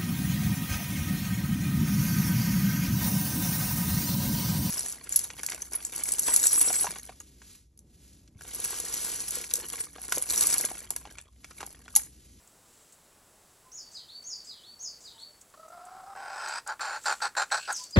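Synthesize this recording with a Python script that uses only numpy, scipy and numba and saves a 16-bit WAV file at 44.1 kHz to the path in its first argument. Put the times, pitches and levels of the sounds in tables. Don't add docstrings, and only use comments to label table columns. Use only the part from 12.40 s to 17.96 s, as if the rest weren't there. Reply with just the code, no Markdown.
import sys
import numpy as np
from scipy import signal
from scipy.fft import rfft, irfft, next_fast_len
from scipy.io import wavfile
from scipy.ndimage import uniform_filter1d
from numba import njit

SR = 44100
rng = np.random.default_rng(int(sys.argv[2]) if len(sys.argv) > 2 else 0)


def transcribe(signal):
    frames = np.atleast_2d(signal).T
    limited = np.clip(frames, -1, 1)
    pcm = np.round(limited * 32767).astype(np.int16)
    wavfile.write(sys.argv[1], SR, pcm)


def convert_level_to_amplitude(level_db):
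    exponent = np.asarray(level_db, float) / 20
    return 10 ** exponent


N = 245195
T = np.arange(N) / SR

# (frequency [Hz], density [dB per Hz])
GARDEN_SPECTRUM = [(20, -7.5), (50, -3), (90, -4.5), (200, -5), (700, -6), (1300, -9), (2500, -15),
                   (4500, -15), (6500, -13.5), (7900, -8.5), (9300, -17), (10400, -10), (11300, -17),
                   (16000, -19.5)]
# (time [s], length [s], frequency [Hz], level [dB])
FAR_CALLS = [
    (0.927, 0.049, 630, -67),
    (1.22, 0.11, 1030, -64.5),
    (2.7, 0.16, 910, -64.5),
    (2.855, 0.074, 600, -66.5),
    (5.373, 0.096, 1000, -58),
    (2.66, 0.29, 7950, -67.5),
]
# (time [s], half length [s], level [dB])
RUSTLES = [
    (.42, 0.29, -64),
    (.85, 0.09, -75),
    (4.71, 0.2, -49),
    (5.079, 0.13, -60),
    (5.22, .06, -54),
    (5.346, 0.098, -47.5),
    (5.428, 0.096, -52),
]
# (centre [Hz], width [Hz], level [dB])
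LITTER_MODES = [(2910, 3200, -6), (5000, 7400, -5), (8650, 1300, 6), (12000, 4300, -17)]
# (time [s], peak level [dB], centre [Hz],
# decay [s])
TICKS = [(.074, -43.5, 7500, 0.021), (0.522, -44.5, 7900, 0.096), (1.314, -55, 7900, 0.055),
         (1.708, -56, 7430, .04), (1.827, -45, 7450, 0.021), (2.427, -38, 7300, 0.056),
         (2.798, -46, 7700, 0.079), (2.818, -48, 7800, 0.042), (3.011, -41, 7260, 0.069),
         (3.1, -48.5, 7600, 0.018), (3.138, -43, 1080, 0.07), (5.507, -36.5, 7200, 0.048),
         (3.282, -50.5, 7500, 0.064), (3.451, -42.5, 8100, 0.067), (3.76, -46.5, 8400, 0.044),
         (4.083, -31, 7000, 0.045), (4.151, -51, 7660, 0.039), (4.274, -27, 7245, 0.024),
         (4.393, -30.5, 1360, 0.15), (4.643, -36, 1368, 0.048), (4.472, -55, 7400, 0.047),
         (4.636, -40, 7170, 0.099), (4.802, -34, 1464, 0.068), (4.951, -31.5, 1423, 0.033),
         (5.102, -38.5, 1904, 0.032), (5.325, -24.5, 8000, 0.034), (5.367, -30, 7480, 0.042),
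         (5.437, -29.5, 7030, 0.03)]

# (time after note start [s], frequency [Hz], level [dB])
HIGH_SLIDE = [(0, 5420, -7), (.007, 6320, -7), (.04, 7000, -1), (.058, 5660, -2), (.075, 5000, -2),
              (.1, 4580, -8), (.125, 4555, -38), (.15, 4610, -4)]
LOW_SLIDE = [(0, 5000, -10.5), (.014, 5000, -2), (.035, 3960, -5), (.055, 3395, -19.5), (.08, 3000, -25),
             (.11, 3213, -21)]
RISE = [(0, 3350, -13), (.018, 4210, -6), (.036, 4450, -12), (.06, 4460, -6), (.075, 4537, -1.5),
        (.085, 4670, -22), (.115, 4470, -13), (.13, 4540, -37)]
# (time [s], level [dB], time stretch [ratio])
HIGH_NOTES = [
    (1.318, -42.5, 1.0),
    (1.838, -38, 1.125),
    (2.392, -38.5, 1.0),
    (5.294, -38.5, 1.0),
]
LOW_NOTES = [
    (1.54, -42.5, 0.98),
    (2.071, -41, 1.32),
    (2.639, -45, 1.1),
    (5.525, -35.5, 1.3),
]
RISE_NOTES = [
    (1.686, -41.5, 0.94),
    (2.236, -42.5, 0.92),
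    (2.78, -42.5, 0.75),
]
# (time [s], level [dB])
BUZZ_NOTES = [
    (1.516, -52),
    (2.046, -52),
    (2.606, -52),
    (5.498, -56),
]
PHRASE_PITCH = [1.0, .99, .985, .985]

# (centre [Hz], width [Hz], level [dB])
THROAT_MODES = [(390, 29.4, -12.5), (625, 158, -7), (862, 154, -8), (1125, 142, -3), (1395, 166, 1)]
MOUTH_MODES = [(1804, 82, 9), (1902, 33, 11.5), (2284, 650, -1.5), (2617, 300, 6.5), (3240, 62, 2)]
BEAK_MODES = [(4270, 1000, -8.5), (5025, 80, -3.5), (5730, 1460, -10), (7260, 110, -10.5),
              (8400, 200, -5.5), (9349, 600, -16), (10600, 3300, -26)]
WHEEZE_MODES = [(1640, 130, -2), (2770, 350, -2)]
# (time [s], level [dB], membrane rate [Hz], effort [0-1])
WIND_UP = [
    (3.14, -52.5, 629.5, 0),
    (3.27, -48.5, 645, 0.15),
    (3.329, -48.5, 688, 0.2),
    (3.63, -47.5, 768.4, .33),
    (3.736, -45, 794, 0.46),
    (3.766, -43, 789, 0.7),
    (3.91, -41, 814.5, .8),
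    (4.06, -37.5, 875, 0.93),
    (4.186, -37.5, 946, 1),
]
# (time [s], half length [s], depth [dB])
CATCHES = [
    (3.163, 0.013, 32),
    (3.189, 0.0096, 10),
    (3.224, 0.0088, 8),
    (3.274, .008, 20),
    (3.296, 0.0072, 17),
    (3.317, 0.0026, 19),
    (3.452, 0.0076, 4),
    (3.503, 0.0037, 11),
    (3.655, 0.013, 5.5),
    (3.745, 0.0083, 17),
]
# (effort [0-1], roughness [0-1], strong-weak share [0-1], clean fundamental level [dB])
MEMBRANE_LAW = [(0, .06, .02, -8), (.12, .1, .15, -6), (.3, .18, .2, -3), (.65, .33, .1, -8),
                (.9, .45, .1, -11), (1, .5, .1, -11)]
# (effort [0-1], mouth level [dB], beak level [dB], windpipe [Hz], lower beak [Hz])
AIRWAY_LAW = [(0, -19, -12, 1320, 4700), (.15, -42, -20, 1356, 4900), (.42, -41, -20, 1320, 5320),
              (.65, -18, -18, 1400, 5230), (1, -8.5, -3.5, 1533, 5100)]
# (time [s], held [s], level [dB], lower beak [Hz], upper beak [Hz])
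CACKLES = [
    (4.404, .17, -35.5, 4700, 7670),
    (4.655, 0.074, -29, 4700, 7640),
    (4.815, 0.053, -30.5, 4748, 7984),
    (4.965, 0.063, -28.5, 4330, 7490),
    (5.112, 0.043, -28, 4582, 8150),
    (5.168, 0.025, -39, 4700, 8070),
]
# (time [s], held [s], level [dB], lower beak [Hz], upper beak [Hz])
CLUCKS = [
    (4.264, 0.061, -32.5, 4910, 7420),
    (5.275, 0.034, -26.5, 4890, 7900),
]


def level(x, db):
    return x * convert_level_to_amplitude(db) / np.sqrt(np.mean(x ** 2))


@njit
def svf(x, hz, width):
    y, b, l = np.empty(len(x)), 0., 0.
    for i in range(len(x)):
        g, k = np.tan(np.pi * hz[i] / SR), width / hz[i]
        v = (b + g * (x[i] - l)) / (1 + g * (g + k))
        b, l, y[i] = 2 * v - b, l + 2 * g * v, k * v
    return y


def resonate(x, modes, stretch):
    out = 0
    for k, (hz, width_hz, db) in enumerate(modes):
        centre_hz = hz * stretch * np.ones(N)
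        once = svf(x, centre_hz, 1.5 * width_hz)
        out = out + (-1) ** k * convert_level_to_amplitude(db) * svf(once, centre_hz, 1.5 * width_hz)
    return out


def walk(rate_hz):
    k = int(SR / rate_hz)
    held = np.repeat(rng.standard_normal(N // k + 1), k)
    return 0.977 * uniform_filter1d(uniform_filter1d(held, k), k)[:N]


def even(x, span_s):
    return x / np.sqrt(uniform_filter1d(x ** 2, int(span_s * SR)) + 1e-18)


def echo(x, t60_s, wet_db, delay_s):
    t = np.arange(SR) / SR
    tail = rng.standard_normal(SR) * np.exp(-np.log(1000) * t / t60_s) * np.clip(t / delay_s, 0, 1)
    tail = tail / np.sqrt(np.sum(tail ** 2))
    return x + convert_level_to_amplitude(wet_db) * signal.fftconvolve(x, tail)[:N]


def garden():
    swell, size = walk(1.0), next_fast_len(N)
    hz, db = np.transpose(GARDEN_SPECTRUM)
    f = np.fft.rfftfreq(size, 1 / SR) + 1
    colour = rfft(rng.standard_normal(size)) * convert_level_to_amplitude(np.interp(np.log(f), np.log(hz), db))
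    out = 0
    for octave in np.arange(4, 15):
        share = np.clip(1 - np.abs(np.log2(f) - octave), 0, 1)
        band = irfft(colour * share, size)[:N]
        out = out + band * convert_level_to_amplitude(.5 * swell + .8 * walk(8.3))
    return level(out, -60.5)


def far_calls():
    waver_s = np.cumsum(1 + 0.0055 * walk(65)) / SR
    flutter = convert_level_to_amplitude(7.0 * walk(70))
    out = 0
    for s, length_s, hz, db in FAR_CALLS:
        swell = np.sin(np.pi * np.clip((T - s) / length_s, 0, 1))
        out = out + convert_level_to_amplitude(db) * swell * np.sin(2 * np.pi * hz * waver_s)
    return flutter * out


def rustle():
    grains = rng.standard_normal(N) * convert_level_to_amplitude(2.7 * walk(450) + 2.0 * walk(24.36))
    edge_db = 26.5
    stir = sum(convert_level_to_amplitude(db - edge_db * ((T - s) / half_s) ** 2) for s, half_s, db in RUSTLES)
    return level(resonate(grains, LITTER_MODES, 0.89), 0.42) * stir


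def ticks():
    out, t = np.zeros(N + SR), np.arange(SR // 8) / SR
    noise = rng.standard_normal((len(TICKS), len(t)))
    for (s, db, hz, decay_s), grit in zip(TICKS, noise):
        crack = grit * np.exp(-np.log(1000) * t / max(decay_s, .005)) * np.clip(t / 0.0013, 0, 1)
        centre_hz = hz + 0 * t
        narrow = svf(svf(crack, centre_hz, .45 * hz), centre_hz, .45 * hz)
        ring = narrow + .2 * svf(crack, centre_hz, 1.5 * hz)
        out[int(s * SR):][:len(t)] += convert_level_to_amplitude(db) * ring / np.abs(ring).max()
    return out[:N]


def whistle(shape, notes):
    s, hz, db = np.transpose(shape)
    out = 0
    for (start_s, note_db, stretch), pitch in zip(notes, PHRASE_PITCH):
        at_s = start_s + stretch * s
        f = pitch * np.interp(T, at_s, hz)
        gain = convert_level_to_amplitude(note_db + np.interp(T, at_s, db, -200, -200))
        out = out + gain * np.sin(2 * np.pi * np.cumsum(f) / SR)
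    return out


def songbird():
    song = whistle(HIGH_SLIDE, HIGH_NOTES) + whistle(LOW_SLIDE, LOW_NOTES) + whistle(RISE, RISE_NOTES)
    hiss = level(resonate(rng.standard_normal(N), [(7000, 3300, 0), (8670, 2000, -1)], 0.93), 0)
    buzz = hiss * sum(convert_level_to_amplitude(db) * (T > s) * np.exp(-np.abs(T - s) / 0.032) for s, db in BUZZ_NOTES)
    direct = convert_level_to_amplitude(-0.5) * (song * convert_level_to_amplitude(4 * walk(160)) + buzz)
    return echo(direct, t60_s=.34, wet_db=3, delay_s=0.012) * convert_level_to_amplitude(1.4 * walk(90))


def law(table, effort):
    x, *columns = np.transpose(table)
    return [np.interp(effort, x, c) for c in columns]


@njit
def flap(hz, rough, half, chance):
    out, p, k = np.zeros(len(hz) + 1), 0., 0
    for i in range(len(hz)):
        step = hz[i] * np.exp(rough[i] * chance[0, k]) / SR
        p += step
        if p >= 1:
            p, k = p - 1, k + 1
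            size = (1 + rough[i] * chance[1, k]) * (1 + half[i] * (2 * (k % 2) - 1))
            out[i] += size * p / step
            out[i + 1] += size * (1 - p / step)
    return out[:-1]


def membrane(hz, effort):
    rough, half, clean_db = law(MEMBRANE_LAW, effort)
    chance = rng.standard_normal((N // 20, 2)).T * np.array([[.5], [1.3]])
    throb = convert_level_to_amplitude(6.5 * np.clip(1 - 2.0 * rough, 0, 1) * walk(110) + 3.0 * rough * walk(300))
    pulses = flap(hz, rough, half, chance) * throb
    phase = 2 * np.pi * np.cumsum(hz * (1 + 0.1223 * rough * walk(170))) / SR
    return pulses, convert_level_to_amplitude(clean_db) * throb * np.sin(phase)


def note_gain(rows, rise_s, sag_db_per_s, release_s):
    out = 0
    for s, held_s, db, _, _ in rows:
        end_s = s + max(held_s, rise_s)
        times_s = [s, s + rise_s, end_s + 1e-4, end_s + release_s]
        levels_db = [-15.5, 0, -sag_db_per_s * held_s, -41]
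        out = out + convert_level_to_amplitude(db + np.interp(T, times_s, levels_db, -200, -200))
    return out


def breath(linger):
    s, db, _, _ = np.transpose(WIND_UP)
    db = np.interp(T, [*s, s[-1] + linger * 0.04], [*db, db[-1] - 41], -200, -200)
    for at_s, half_s, depth_db in CATCHES:
        db = db - depth_db * np.clip(2 - 2 * np.abs(T - at_s) / half_s, 0, 1)
    cackle = note_gain(CACKLES, rise_s=0.0068, sag_db_per_s=6.5, release_s=linger * .045)
    cluck = note_gain(CLUCKS, rise_s=0.033, sag_db_per_s=60, release_s=linger * 0.054)
    return convert_level_to_amplitude(db), cackle, cluck


def hen():
    s, _, hz, effort = np.transpose(WIND_UP)
    starts_s, _, _, lowers_hz, uppers_hz = np.transpose(sorted([*CACKLES, *CLUCKS]))
    run = T >= starts_s[0]
    now = np.maximum(np.searchsorted(starts_s, T, "right") - 1, 0)
    since_s = np.maximum(T - starts_s[now], 0)
    hz = np.where(run, 852, np.interp(T, s, hz))
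    effort = np.where(run, .87, np.interp(T, s, effort))
    pulses, clean = membrane(hz, effort)

    mouth_db, beak_db, pipe_hz, lower_hz = law(AIRWAY_LAW, effort)
    pipe_hz = np.where(run, 1530, pipe_hz)
    lower_hz = np.where(run, lowers_hz[now] - 1200 * since_s, lower_hz)
    upper_hz = np.where(run, uppers_hz[now] - 1700 * since_s, 8150)
    throat = even(resonate(pulses, [*THROAT_MODES, (pipe_hz, 230, 3)], 0.967), 0.053) + 2.0 * clean

    air = pulses + 6.0 * uniform_filter1d(np.abs(pulses), size=60) * rng.standard_normal(N)
    lower_mode = lower_hz * (1 + .025 * walk(25)), 260, np.where(run, 2, 1)
    upper_mode = upper_hz * (1 + .025 * walk(25)), 150, 2
    beak = resonate(air, [*BEAK_MODES, lower_mode, upper_mode], 0.97)
    mouth = resonate(air, MOUTH_MODES, 0.97)
    wheeze = resonate(air, WHEEZE_MODES, 0.95)

    long, cackle, cluck = breath(linger=1.3)
    treble = long + convert_level_to_amplitude(0.03) * cackle + convert_level_to_amplitude(-7) * cluck
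    snap = convert_level_to_amplitude(8.5 * run * np.exp(-since_s / 0.041))
    inhale = np.sqrt(np.sin(np.pi * np.clip((T - 5.195) / 0.095, 0, 1)) + 1e-18)
    layers = [(throat, sum(breath(linger=1)) * snap ** 0.23),
              (mouth, treble * convert_level_to_amplitude(mouth_db)),
              (beak, treble * snap * convert_level_to_amplitude(beak_db) + convert_level_to_amplitude(-47.5) * inhale),
              (wheeze, convert_level_to_amplitude(-48.5) * inhale)]
    voice = sum(even(x, 0.024) * uniform_filter1d(gain, size=40) for x, gain in layers)
    return echo(voice, t60_s=.17, wet_db=-16, delay_s=0.0033)


def scene():
    mono = garden() + far_calls() + rustle() + ticks() + songbird() + hen()
    return np.array([mono, mono])


def band_limit(x):
    return signal.sosfilt(signal.butter(12, 15850, fs=SR, output="sos"), x)


def record(dry):
    return band_limit(dry)


dry = scene()
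out = record(dry)
transcribe(out)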